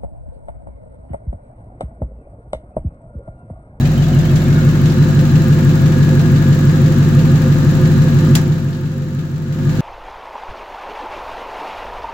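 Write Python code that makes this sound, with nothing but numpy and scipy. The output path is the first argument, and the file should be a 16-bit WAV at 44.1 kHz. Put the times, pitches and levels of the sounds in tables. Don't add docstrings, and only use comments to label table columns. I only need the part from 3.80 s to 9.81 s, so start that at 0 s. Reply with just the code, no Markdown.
import sys
import numpy as np
from scipy import signal
from scipy.fft import rfft, irfft, next_fast_len
from scipy.io import wavfile
from scipy.ndimage import uniform_filter1d, minimum_filter1d

SR = 44100
rng = np.random.default_rng(int(sys.argv[2]) if len(sys.argv) > 2 else 0)


def master(y):
    cut = np.clip(np.atleast_2d(y).T, -1, 1)
    pcm = np.round(cut * 32767)
    wavfile.write(sys.argv[1], SR, pcm.astype(np.int16))


N = 264908
TIME = np.arange(N) / SR


def amp(db):
    return 10 ** (np.asarray(db) / 20)


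def unit(x):
    return x / np.sqrt(np.mean(x ** 2) + 1e-20)


def along(points, hz):
    freqs, values = np.transpose(points)
    return np.interp(np.log(hz + 1), np.log(freqs + 1), values)


def filtered(x, response):
    size = next_fast_len(x.shape[-1] + SR // 2)
    hz = np.fft.rfftfreq(size, 1 / SR)
    return irfft(rfft(x, size) * response(hz), size)[..., :x.shape[-1]]


def coloured(x, spectrum):
    return unit(filtered(x, lambda hz: amp(along(spectrum, hz))))


def resonate(x, modes):
    def response(hz):
        return sum((-1) ** k * amp(db) * 1j * hz * width / (centre ** 2 - hz ** 2 + 1j * hz * width)
                   for k, (centre, width, db) in enumerate(modes))
    return unit(filtered(x, response))


def noise():
    return rng.standard_normal((2, N))


def fuzzy_tone(pitch_hz, width_hz):
    flutter = signal.sosfilt(signal.butter(3, width_hz, fs=SR, output="sos"), noise() + 1j * noise())
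    phase = 2 * np.pi * np.cumsum(np.broadcast_to(pitch_hz, N)) / SR
    return unit((flutter * np.exp(1j * phase)).real)


def dying(impulses, t60):
    return signal.lfilter([1], [1, -np.exp(-np.log(1000) / (t60 * SR))], impulses)


def fade(start_s, t60):
    age = TIME - start_s
    return (age >= 0) * np.exp(-np.log(1000) * np.abs(age) / t60)


ARRIVE_S = 1.25


def away():
    return np.clip(1 - TIME / ARRIVE_S, 0, 1)


# t/s, crank speed/rpm
IDLE_SPEED = [(0, 709.4), (1, 721.8), (1.8, 718.1), (2.3, 715.3), (2.9, 723.4), (4.3, 723.6), (5.4, 711.9),
              (6, 727.1)]


def crank(start_deg=-23):
    rpm = np.interp(TIME, *np.transpose(IDLE_SPEED))
    return start_deg / 720 + np.cumsum(rpm) / 120 / SR


def strikes(cycle, deg, db, scatter_db, jitter_deg):
    slots_deg = np.arange(8) * 90
    laps = np.arange(np.floor(cycle[0]) - 1, np.ceil(cycle[-1]) + 1)[:, None]
    late, loud = rng.standard_normal((2, len(laps), len(slots_deg)))
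    due = laps + (slots_deg + deg + jitter_deg * late) / 720
    heard = (due > cycle[0]) & (due < cycle[-1])
    samples = np.searchsorted(cycle, due[heard])
    return np.bincount(samples, amp(db + scatter_db * loud)[heard], len(cycle))


# boom lag/deg, boom/dB, injector tick/dB, valve rasp/dB
CYLINDERS = [(1.5, -2.5, 10.5, -11), (0.9, 3, -31, -7), (11.5, -9.5, -1, 2), (1.7, 1, 7.5, -11.5),
             (-3, -0.65, -11, -9), (0.3, -3, 8.5, -2), (-1.1, 1.5, 7, -14), (4.5, 1.6, -7, -4.5)]
# f/Hz, width/Hz, relative level/dB
BODY_MODES = [(50.2, 4.7, -40.5), (95.8, 10, -36), (133.7, 6.73, -14.5), (136.94, 19.92, -20.5),
              (155.6, 7.11, -19), (191.2, 8.7, -38.5), (229.95, 5.45, -27.5), (273.1, 8.7, -38.5),
              (295.5, 12, -44.5), (355.4, 9.6, -41), (380.6, 9.4, -45.5), (427, 9.4, -54), (475, 6.2, -76),
              (519.6, 15, -58.5)]


def combustion(cycle, fire_deg=29, level_db=-9.5, far_db=-3, far_throb_db=11, left_lead_s=.00012):
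    lag_deg, db, _, _ = np.transpose(CYLINDERS)
    run_up = cycle[0] - np.arange(SR, 0, -1) * (cycle[1] - cycle[0])
    turning = np.concatenate([run_up, cycle])
    firings = strikes(turning, fire_deg + lag_deg, db, scatter_db=1, jitter_deg=.93)
    direct = resonate(firings, BODY_MODES)
    blurred = strikes(turning, fire_deg + lag_deg, db, scatter_db=0, jitter_deg=7.2)
    under_car = amp(-14.5) * resonate(blurred, BODY_MODES)
    side = filtered(under_car, lambda hz: 1j * hz / (hz + 60))
    ports = filtered(direct, lambda hz: np.exp(1j * np.pi * left_lead_s * np.outer([1, -1], hz)))
    boom = ports + np.array([side, -side])
    throb = filtered(boom, lambda hz: 1 / (1 + (hz / 70) ** 8))
    boom = boom[:, SR:] + (amp(far_throb_db * away()) - 1) * throb[:, SR:]
    return amp(level_db + far_db * away()) * boom


def shaking(cycle, locked):
    patterns = rng.standard_normal((2, SR // 6))
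    place = np.linspace(0, 1, patterns.shape[1], endpoint=False)
    repeated = np.array([np.interp(cycle % 1, place, pattern) for pattern in patterns])
    return np.sqrt(locked) * unit(repeated) + np.sqrt(1 - locked) * noise()


# f/Hz, relative level/dB
BLOCK_SPECTRUM = [(30, -8.5), (200, 20.5), (400, 6), (600, -8.5), (950, 2), (1300, 5.5), (1780, 6.5),
                  (2000, -4.5), (2800, -13), (4000, -83), (9000, -50)]
# f/Hz, width/Hz, relative level/dB
COVER_MODES = [(200.6, 8.6, 3.5), (251.8, 10.5, 10.5), (314, 10.6, 4), (352.7, 14, 4), (521, 13.4, 4),
               (671.8, 12, -5.5), (797.3, 16.5, -10.5), (896.4, 12.6, -9), (1221, 30, -8.5),
               (1443, 21, -12.5), (1666, 29, -8.5)]


def clatter(cycle, block_db=-28, covers_db=-24, far_block_db=-3, far_covers_db=-7):
    block = coloured(shaking(cycle, locked=.47), BLOCK_SPECTRUM)
    covers = resonate(shaking(cycle, locked=.34), COVER_MODES)
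    rock_db, peak_deg, big_below_hz = 4.5, 660, 290
    rocking = amp(rock_db * np.cos(2 * np.pi * (cycle - peak_deg / 720)))
    big_covers = filtered(covers, lambda hz: 1 / (1 + (hz / big_below_hz) ** 16))
    covers = covers + (rocking - 1) * big_covers
    return (amp(block_db + far_block_db * away() ** 2) * block
            + amp(covers_db + far_covers_db * away()) * covers)


# f/Hz, relative level/dB
RASP_SPECTRUM = [(1200, -5), (2200, 2.5), (2900, 3), (3400, 0), (3800, 2.5), (4030, 0), (4300, 0.5),
                 (5200, -3), (7300, -1.5), (8500, -17), (11000, -13.5), (16000, -10.5)]


def valves(cycle, shut_deg=20, level_db=-34.5):
    _, _, _, db = np.transpose(CYLINDERS)
    shuts = strikes(cycle, shut_deg, db, scatter_db=1.1, jitter_deg=5)
    bursts = amp(2) * dying(shuts, t60=.14)
    hiss = coloured(noise(), RASP_SPECTRUM)
    return amp(level_db) * unit(hiss * np.sqrt(1 + bursts ** 2))


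# f/Hz, relative level/dB
TICK_SPECTRUM = [(2000, -27), (5000, -18), (7500, 9.5), (9000, -9), (12000, -1), (14500, 2), (15700, 11.5)]


def injectors(cycle, seat_deg=22, open_deg=25, lift_db=-7, level_db=-40):
    _, _, db, _ = np.transpose(CYLINDERS)
    lifts = strikes(cycle, seat_deg - open_deg, db + lift_db, scatter_db=1, jitter_deg=1)
    seats = strikes(cycle, seat_deg, db, scatter_db=1, jitter_deg=1)
    return amp(level_db) * coloured(noise() * dying(lifts + seats, t60=.018), TICK_SPECTRUM)


def bay_hollow(near_hz=546, far_rise_hz=139.6, level_db=-33.5):
    return amp(level_db) * np.sqrt(away()) * fuzzy_tone(near_hz + far_rise_hz * away(), width_hz=125)


# peak t/s,
# length/s, f/Hz, level/dB
SWELLING_TONES = [(.75, 1.1, 2188, -46), (0.797, 0.22, 1447, -34.5), (1.35, 0.74, 4030, -47),
                  (2.498, 2, 1670, -42), (4.297, .6, 3980, -48)]


def belt(whine_hz=4060, whine_db=-50.5):
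    out = amp(whine_db) * fuzzy_tone(whine_hz, width_hz=24)
    for peak_s, length_s, hz, db in SWELLING_TONES:
        swell = np.cos(np.pi * np.clip((TIME - peak_s) / length_s, -.5, .5))
        out += amp(db) * swell * fuzzy_tone(hz, width_hz=20)
    return out


def clip_clinks(per_s=26, centre_hz=3050, level_db=-30.5, t60=.085):
    out = np.zeros((2, N))
    t = np.arange(SR // 8) / SR
    ring = amp(-60 * t / t60) * (1 - np.exp(-t / .001))
    for k in range(int(per_s * ARRIVE_S)):
        start = int((k + rng.random()) / per_s * SR)
        detune, loud = rng.standard_normal(2)
        hz = centre_hz * np.exp(.2 * detune)
        tone = np.sin(2 * np.pi * (hz * t + rng.random((2, 1))))
        out[:, start:start + len(t)] += amp(level_db + 2.5 * loud) * ring * tone
    return out * np.sqrt(away())


# t/s, level/dB, f/Hz
LEAD_KNOCKS = [(.051, -33, 2600), (.387, -41, 6460), (.556, -34, 6450), (1.056, -35, 3500),
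               (1.098, -33.5, 5070), (4.928, -39.5, 4200), (5.386, -42, 3040)]


def lead_rattles():
    out = np.zeros((2, N))
    envelope = fade(0, t60=.18)[:SR // 4]
    for start_s, db, hz in LEAD_KNOCKS:
        spectrum = [(hz / 10, -25), (hz / 2, -10), (hz, 0), (hz * 2, -22)]
        chink = coloured(rng.standard_normal((2, len(envelope))), spectrum)
        start = round(start_s * SR)
        out[:, start:start + len(envelope)] += amp(db) * envelope * chink
    return out


# t/s, level/dB, t60/s
CLICK_BLOWS = [(4.5523, -13.5, .012), (4.5538, -12, .010), (4.5577, -12, .005)]
# f/Hz, relative level/dB
SNAP_SPECTRUM = [(300, -18), (1000, -6), (1700, -1), (2600, -4), (3500, 0), (4300, -4), (7000, -3),
                 (9000, -5), (15500, -3.5)]
# f/Hz, width/Hz, relative level/dB
CLICK_MODES = [(2680, 130, -6), (3530, 260, 1), (4880, 110, -2), (5900, 130, -5), (7780, 130, -7)]
# f/Hz, relative level/dB
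ECHO_SPECTRUM = [(200, -8), (500, 5), (1500, 3), (4000, 0), (7300, 1), (8700, -9), (16000, -11)]


def click():
    blows = sum(amp(db) * fade(start_s, t60) for start_s, db, t60 in CLICK_BLOWS)
    snap = blows * coloured(noise(), SNAP_SPECTRUM)
    ring = amp(-47) * resonate(blows * noise(), CLICK_MODES)
    echo = amp(-19) * fade(4.557, t60=.15) * coloured(noise(), ECHO_SPECTRUM)
    return snap + ring + echo


def level_dip(start_s=4.565, end_s=5.585, depth_db=-11.3, sink_s=.28, recover_s=.31):
    sunk = 1 - np.exp(-np.maximum(TIME - start_s, 0) / sink_s)
    held = np.exp(-(np.maximum(TIME - end_s, 0) / recover_s) ** 2)
    return amp(depth_db * sunk * held)


# f/Hz, correlation (below 0 plays as 0)
STEREO_LIKENESS = [(60, 0.99), (130, 0.96), (290, 0.92), (640, 0.65), (1410, 0.17), (3100, -0.13),
                   (6820, -0.02), (15000, 0.03)]
# f/Hz, left minus right level/dB
STEREO_LEAN = [(60, 0.5), (99, 0.5), (160, 1.0), (270, -1.5), (450, 0.0), (740, -1.5), (1220, 2.5),
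               (2010, 3.5), (3330, 0.0), (5500, -2.0), (9080, 0.5), (15000, 0.0)]


def spread(pair):
    def mid_side_gains(hz):
        angle = np.arccos(np.clip(along(STEREO_LIKENESS, hz), 0, 1)) / 2
        return np.array([np.cos(angle), np.sin(angle)])
    mid, side = filtered(pair, mid_side_gains)
    left_right = np.array([mid + side, mid - side])
    return filtered(left_right, lambda hz: amp(np.outer([.5, -.5], along(STEREO_LEAN, hz))))


def scene(far_treble_db=-1):
    cycle = crank()
    boom = combustion(cycle) * amp([[.3], [-.3]])
    treble = amp(far_treble_db * away()) * (valves(cycle) + injectors(cycle))
    bay = clatter(cycle) + treble + bay_hollow() + belt()
    small_sounds = lead_rattles() + clip_clinks() + click()
    dip = level_dip()
    return dip * boom + spread(dip * bay + small_sounds)


def record(dry, ceiling=.93, top_hz=15950):
    needed = np.minimum(1, ceiling / np.abs(dry).max(axis=0))
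    gain = uniform_filter1d(minimum_filter1d(needed, size=600), size=500)
    return filtered(dry * gain, lambda hz: hz < top_hz)


dry = scene()
out = record(dry)
master(out)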